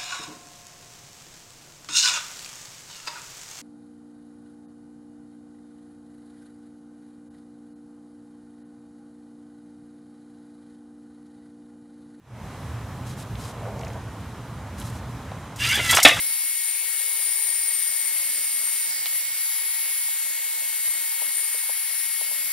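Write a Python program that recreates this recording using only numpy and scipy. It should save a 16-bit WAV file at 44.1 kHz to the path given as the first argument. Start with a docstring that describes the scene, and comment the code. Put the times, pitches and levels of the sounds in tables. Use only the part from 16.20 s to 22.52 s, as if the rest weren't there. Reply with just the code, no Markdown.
"""A steady rush of air and a high whine, from a small hair dryer close to the microphone at a laptop's edge.
The rush is shaped noise; the fan adds sinusoids at multiples of its blade rate, the whine being the fifth.
The whine swells whenever the motor sags and ducks twice as the dryer is tipped away.
The grille whistles, a narrow noise-fed tone, as the hand moves. Under it a knife ticks on the edge
(filtered impulses), a few soft knocks ring the desk (decaying modes), and faint hums hold steady."""
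import sys
import numpy as np
from scipy import signal
from scipy.fft import rfft, irfft
from scipy.io import wavfile
from scipy.ndimage import uniform_filter1d

SR = 44100
rng = np.random.default_rng(int(sys.argv[2]) if len(sys.argv) > 2 else 0)


def bounce(signal):
    """Save signal as a 16-bit WAV file at the path given by the first command-line argument."""
    frames = np.transpose(np.atleast_2d(signal))
    limited = np.clip(frames, -1, 1)
    pcm = np.round(limited * 32767).astype(np.int16)
    wavfile.write(sys.argv[1], SR, pcm)


N = 278712
TIME = np.arange(N) / SR

# cruising speed of the fan, before sags and unsteadiness: (t/s, blade-passing rate f/Hz)
CRUISING_SPEED = [(0, 2184), (1.1, 2195), (2.1, 2182), (3.7, 2190), (4.5, 2183), (5.6, 2190), (6.32, 2176)]
# the motor sags for a moment: (middle t/s, length t/s, drop f/Hz)
MOTOR_SAGS = [(1.985, .12, 15), (2.79, 0.0583, 7.87), (2.98, 0.0798, 16.96), (4.06, 0.1042, 8.13),
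              (4.685, .07, 26), (5.06, 0.071, 10.97)]


def blade_rate(unsteady_hz=2.113):
    """Blade passing: the fan's basic frequency follows its speed, here drifting, sagging and unsteady."""
    return played(CRUISING_SPEED)[0] - swells(MOTOR_SAGS) + unsteady_hz * wobble(rate_hz=7.1)


# drifting beam of the whine: (t/s, left level/dB, right level/dB, left lead phase/rad)
WHINE_BEAM = [(0, -26.5, -28.5, 4.2), (.62, -27.5, -36.5, 3.9), (1.0, -26.5, -31.5, 4.26),
              (1.85, -27, -35, 3.4), (2.05, -29, -28.5, 4.27), (2.45, -25.5, -32, 3.7),
              (3.8, -26.5, -29.5, 4.22), (4.1, -28, -30.5, 2.9), (5.7, -26, -34, 4.2),
              (6.32, -26, -32, 3.76)]
# the dryer is tipped, swinging its beam off the microphone: (middle t/s, length t/s, left loss level/dB)
TIPS_AWAY = [(2.78, 0.17, 19), (3.09, 0.12, 26)]
TIP_RIGHT_SHARE = 0.34  # the right port lies nearer the edge of the beam and loses less


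def aim(t=TIME):
    """Directivity: left and right level/dB and left lead/rad drift with the aim, and tipping costs level."""
    left_db, right_db, lead = played(WHINE_BEAM, t)
    loss_db = swells(TIPS_AWAY, t)
    return np.array([left_db - loss_db, right_db - TIP_RIGHT_SHARE * loss_db, lead])


# fan tones: (multiple of the blade rate, left level/dB, right level/dB, left lead phase/rad,
# greatest flutter level/dB)
FAN_TONES = [(1, -43, -40.5, 0.85, 1.56), (2, -58, -52.5, 3, 5), (4, -57, -58, -4.5, 13),
             (6, -56, -58, -6, 0)]
WHINE_DB_PER_SAG_HZ = 0.26  # a slower fan brings the whine nearer to a resonance of the duct


def fan(blade_hz, jitter_hz=1.88, whine_flutter_db=0.65, sway_db=0.93):
    """Harmonic radiation: turbulence shakes pitch and level of the blade tones; the hand sways the whine."""
    angle = 2 * np.pi * np.cumsum(blade_hz + jitter_hz * wobble(rate_hz=43)) / SR
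    out = np.zeros((2, N))
    for multiple, left_db, right_db, lead, flutter_db in FAN_TONES:
        flutter = flutter_db * np.tanh(wobble(rate_hz=43))
        level = gain_of(np.array([[left_db], [right_db]]) + flutter)
        out += level * np.cos(round(multiple) * angle - np.array([[0], [lead]]))
    whine_angle = 5 * angle
    left_db, right_db, lead = aim()
    sway = sway_db * np.array([wobble(rate_hz=21) for port in range(2)])
    swell = WHINE_DB_PER_SAG_HZ * swells(MOTOR_SAGS)
    flutter = whine_flutter_db * wobble(rate_hz=120)
    level = gain_of(np.array([left_db, right_db]) + swell + sway + flutter)
    out += level * np.cos([whine_angle, whine_angle - lead])
    return np.sqrt(2) * out  # levels are rms


# edge whistle of the grille at the two ports, before its overall lift:
# (t/s, left level/dB, right level/dB, left lead phase/rad)
GRILLE_WHISTLE = [(0, -26.5, -36.7, -2.3), (0.24, -32.1, -34.1, -2.4), (0.5, -29.1, -35.9, -0.5),
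                  (0.72, -29.4, -42.9, -3.8), (1.16, -24.9, -41.2, 0.3), (1.4, -26.2, -33.9, -0.5),
                  (1.84, -27.5, -34.8, -0.8), (1.96, -30.4, -41.5, -2.6), (2.24, -29.6, -31.4, -0.8),
                  (2.62, -30.8, -31.2, -0.7), (2.7, -31.4, -30.9, -2.5), (3.16, -31.6, -30.7, -3.6),
                  (3.36, -37.7, -39.3, -2.5), (3.86, -38.2, -34.1, -2.0), (4.2, -42.2, -43.0, -1.2),
                  (4.8, -35.0, -38.7, 1.0), (5.1, -40.9, -39.3, -1.2), (5.18, -27.8, -37.4, 1.3),
                  (5.54, -40.7, -35.5, -1.8), (5.84, -35.5, -37.9, -1.4), (6.0, -46.9, -39.6, -0.3),
                  (6.32, -42.3, -41.5, -3.0)]
# the whistle catches and flares up: (middle t/s, length t/s, gain level/dB)
WHISTLE_FLARES = [(3.87, .07, 3), (5.175, .05, 3.5), (5.37, .12, 3)]


def whistle(blade_hz, pitch_hz=9030, wander_hz=17, likeness=0.91, lift_db=2.0, sway_db=0.9):
    """Edge tone: turbulence feeds a narrow band whose pitch wanders and sags with the air speed."""
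    width_hz, skirt_hz = 52, 1000
    steadiness, speed_power = .35, 1.6
    offset = np.fft.fftfreq(N, 1 / SR)
    shape = 1 / (1 + 2j * offset / width_hz) / (1 + (offset / skirt_hz) ** 2)
    noise = rng.standard_normal((2, N)) + 1j * rng.standard_normal((2, N))
    left, other = np.fft.ifft(noise * shape)
    band = np.array([left, likeness * left + np.sqrt(1 - likeness ** 2) * other])
    # the jet limits its own swing
    band /= uniform_filter1d(abs(band) ** 2, size=600) ** (steadiness / 2)
    left_db, right_db, lead = played(GRILLE_WHISTLE)
    hz = pitch_hz * (blade_hz / blade_hz.mean()) ** speed_power + wander_hz * wobble(rate_hz=9.14)
    angle = 2 * np.pi * np.cumsum(hz) / SR
    tone = evened((band * np.exp(1j * np.array([angle, angle - lead]))).real)
    sway = sway_db * np.array([wobble(rate_hz=6.4) for port in range(2)])
    return gain_of(np.array([left_db, right_db]) + lift_db + swells(WHISTLE_FLARES) + sway) * tone


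# rush of air before the housing and the hand shape it: (f/Hz, left level/dB per Hz, right level/dB per Hz)
AIR_SPECTRUM = [(30, -117, -116), (130, -114, -114), (210, -106, -106), (300, -94.5, -94),
                (500, -85.5, -85.5), (1300, -81, -81.5), (1650, -78.5, -78.5), (2350, -74.5, -74.5),
                (4200, -74.5, -74.5), (5000, -70.5, -71.5), (5250, -74, -76), (5700, -71.5, -74),
                (6100, -76.5, -78), (7200, -66.5, -72.5), (8100, -72, -73), (9800, -71, -74),
                (10600, -65, -67.5), (11600, -66, -69.5), (12500, -69, -74.5), (13600, -69.5, -74),
                (14500, -68, -71.5), (15600, -68.5, -70)]
# resonances of the housing that the air excites: (f/Hz, width f/Hz, lift level/dB)
HOUSING_MODES = [(324, 15, 3), (538, 11, 5.5), (920, 35, 6), (1886, 109, 8.5), (11900, 150, 3.5),
                 (12200, 220, 3.5)]
# the hand shades the hiss: (t/s, 5 kHz level/dB, 7 kHz left level/dB, 7 kHz right level/dB,
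# top octave left level/dB, top octave right level/dB)
HAND_SHADE = [(0, 3, -1.5, .5, 0, -.5), (.55, -3, 2, 1, -.5, 0), (1.1, .3, -0.5, 0, 0, 1.5),
              (2.7, 0.5, 0.5, 3, 0, -1), (3.88, 0, -1.5, 1.8, 1.5, -2.5), (4.02, -4, 4.5, -1, -3.5, -2.5),
              (4.75, -2.5, 0, 2, 0, -1), (6.32, 1.5, -2, 0, 1, -1)]
# level of the low rush: (t/s, level/dB)
LOW_RUSH = [(0, -1.5), (.45, -3.5), (.8, -0.4), (2.55, -.5), (3.08, -2.5), (3.4, -0.3), (6.32, -0.8)]


def air_levels(hz, t, beam, patches, tip_share=0.18, beam_share=0.84, patchy_db=.9, buffet_db=0.5):
    """Spectral shaping: resonance, beam and shading add in dB over port, time and frequency."""
    power = 1
    for f0, width, lift_db in HOUSING_MODES:
        power = power + (gain_of(lift_db) ** 2 - 1) / (1 + (2 * (hz - f0) / width) ** 2) ** 1.23
    levels = np.array(across(AIR_SPECTRUM, hz))[:, None] + 10 * np.log10(power) + beam_share * beam[:2]
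    shade = played(HAND_SHADE, t)[:, :, None]
    levels += shade[0] * bell(hz, centre_hz=5330, width_hz=520)
    levels += shade[1:3] * bell(hz, centre_hz=7700, width_hz=2400)
    levels += shade[3:] * bell(hz, centre_hz=14400, width_hz=6800)
    levels += played(LOW_RUSH, t)[0][:, None] * bell(hz, centre_hz=750, width_hz=630)
    # tipping also opens a notch in the hiss at the left port
    levels[0] -= tip_share * swells(TIPS_AWAY, t)[:, None] * bell(hz, centre_hz=6900, width_hz=450)
    smooth_in_time = uniform_filter1d(patches, size=14, axis=0)
    levels += patchy_db * evened(uniform_filter1d(smooth_in_time, size=30, axis=1))
    # stray gusts make the lowest rumble lumpy
    gusts = buffet_db * np.interp(t, TIME, wobble(rate_hz=10))
    levels += gusts[:, None] * bell(hz, centre_hz=40, width_hz=70)
    return levels


# how the rush reaches the two microphone ports: (f/Hz, likeness 0-1, left lead phase/rad)
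PORT_COHERENCE = [(100, .4, 0), (280, .96, 0), (550, .9, .1), (1200, .92, .2), (1850, .97, 0),
                  (2400, .85, .2), (4200, .65, .3), (5000, .72, 1.4), (5800, .4, 1.2), (6200, .55, 2.9),
                  (7200, .72, 2.8), (9700, .46, 3.2), (10700, .8, 3.9), (11600, .74, 4.5), (12500, .3, 5),
                  (13600, .22, 5), (14500, .55, 3.4), (15600, .47, 2.1)]


def air():
    """Turbulence noise: random spectra, partly coherent between the ports, are shaped and overlap-added."""
    size, hop = 2048, 512
    hz, t = np.fft.rfftfreq(size, 1 / SR), np.arange(N // hop + 5) * hop / SR
    same, lead = across(PORT_COHERENCE, hz)
    # the hiss near the whine is beamed along with it, in level and in direction
    beam = aim(t)[:, :, None]
    beam = (beam - np.median(beam, axis=1, keepdims=True)) * bell(hz, centre_hz=10700, width_hz=830)
    a, b, c, d, patches = rng.standard_normal((5, len(t), len(hz)))
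    left, other = a + 1j * b, c + 1j * d
    right = (same * left + np.sqrt(1 - same ** 2) * other) * np.exp(-1j * (lead + beam[2]))
    spectra = np.array([left, right]) * gain_of(air_levels(hz, t, beam, patches))
    noise = signal.istft(spectra.swapaxes(1, 2), nperseg=size, noverlap=size - hop)[1][:, :N]
    return noise * np.sqrt(3 * SR / size / 2)  # makes the levels dB per Hz


# the blade of a knife ticks on the laptop's edge and bounces: (t/s, peak level/dB)
KNIFE_TICKS = [(2.8586, -14.5), (2.8672, -23)]


def ticks(low_hz=2100, high_hz=5000, rattle_db=-26, rattle_t60=0.086, body_db=-8):
    """Impact excitation: a hard tip snaps on plastic, rattles briefly and stirs a little of the shell."""
    out, t = np.zeros(N), np.arange(SR // 10) / SR
    tip = signal.butter(3, [low_hz, high_hz], "band", fs=SR, output="sos")
    shell = signal.butter(2, [650, 1200], "band", fs=SR, output="sos")
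    for s, peak_db in KNIFE_TICKS:
        rattle = rng.standard_normal(len(t)) * gain_of(rattle_db - 60 * t / rattle_t60)
        blow = signal.unit_impulse(len(t)) + rattle
        crack = signal.sosfilt(tip, blow) + gain_of(body_db) * signal.sosfilt(shell, blow)
        add(out, s, gain_of(peak_db) * crack / abs(crack).max())
    return out


# soft knocks on the desk: (t/s, peak level/dB of the first landing, hardness as a cut-off f/Hz)
DESK_KNOCKS = [(3.885, -39, 1070), (5.016, -32.5, 1000), (5.343, -36, 450), (5.493, -31.5, 1220),
               (6.011, -34, 1000), (6.111, -37.5, 900)]
# what the desk rings with: (f/Hz, relative level/dB before the cut-off, 60 dB decay t/s)
DESK_MODES = [(70.4, -40, .1), (386, -11, 0.055), (482, -4, 0.051), (606, 0, 0.051), (694, -4, 0.084),
              (790, 5.5, 0.032), (952, 8.5, 0.047), (1090, -24, .05)]
REBOUND_S, REBOUND_DB = 0.00693, -8.5  # each knock lands again after about this delay


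def knocks(lag_s=0.000093):
    """Modal ringing: soft blows ring the desk, off to the left; harder ones reach its higher modes."""
    out, t = np.zeros(N), np.arange(SR // 5) / SR
    for s, peak_db, hard_hz in DESK_KNOCKS:
        ring = np.zeros(len(t))
        for k, (hz, mode_db, t60) in enumerate(DESK_MODES):
            mode = gain_of(mode_db - 60 * t / t60) * np.sin(2 * np.pi * hz * t)
            ring += (-1) ** k * mode / (1 + (hz / hard_hz) ** 4)
        blow = gain_of(peak_db) * ring / abs(ring).max()
        add(out, s, blow)
        add(out, s + REBOUND_S * rng.uniform(0.84, 1.17), gain_of(REBOUND_DB) * blow)
    return np.array([out, np.interp(TIME - lag_s, TIME, out)])


# faint steady hums in the room: (f/Hz, rms level/dB)
ROOM_HUMS = [(265, -83), (401, -76), (900, -64)]


def hums(waver_rad=.25, rate_hz=4):
    """Pure tones: thin sinusoids of wavering phase that do not follow the dryer's speed."""
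    out = np.zeros(N)
    for hz, db in ROOM_HUMS:
        out += gain_of(db) * np.sin(2 * np.pi * hz * TIME + waver_rad * wobble(rate_hz))
    return np.sqrt(2) * out


def gain_of(db):
    """Logarithmic level: decibels to amplitude."""
    return 10 ** (np.asarray(db) / 20)


def evened(x):
    """Normalization: scales to rms 1."""
    return x / np.sqrt(np.mean(x ** 2) + 1e-20)


def played(table, t=TIME):
    """Linear interpolation: the columns of a curve at the times t."""
    s, *columns = np.transpose(table)
    return np.array([np.interp(t, s, c) for c in columns])


def across(table, hz):
    """Logarithmic frequency scale: the columns of a spectrum at the frequencies hz."""
    f, *columns = np.transpose(table)
    return [np.interp(np.log(hz + 1), np.log(f), c) for c in columns]


def swells(table, t=TIME):
    """Gaussian pulses: rises and falls, each with a middle, a length at half height and a height."""
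    return sum(height * .5 ** ((2 * (t - s) / length) ** 2) for s, length, height in table)


def wobble(rate_hz):
    """Low-passed noise: smooth chance of rms 1, up to about rate_hz."""
    hz = np.fft.rfftfreq(N, 1 / SR)
    return evened(irfft(rfft(rng.standard_normal(N)) / (1 + (hz / rate_hz) ** 4), N))


def bell(hz, centre_hz, width_hz):
    """Gaussian weighting: a smooth band of height 1."""
    return np.exp(-.5 * ((hz - centre_hz) / width_hz) ** 2)


def add(mix, s, sound):
    """Superposition: mixes a sound in at s seconds."""
    part = mix[round(s * SR):][:len(sound)]
    part += sound[:len(part)]


def scene():
    """Superposition: the dryer with the small handling sounds and room hums under it."""
    blade_hz = blade_rate()
    return fan(blade_hz) + whistle(blade_hz) + air() + ticks() + knocks() + hums()


def record(dry, edge_hz=15770):
    """Band limiting: the recorder's steep linear-phase low-pass."""
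    low_pass = signal.firwin(1023, edge_hz, window=("kaiser", 9), fs=SR)
    return signal.oaconvolve(dry, low_pass[None], "same")


dry = scene()
out = record(dry)
bounce(out)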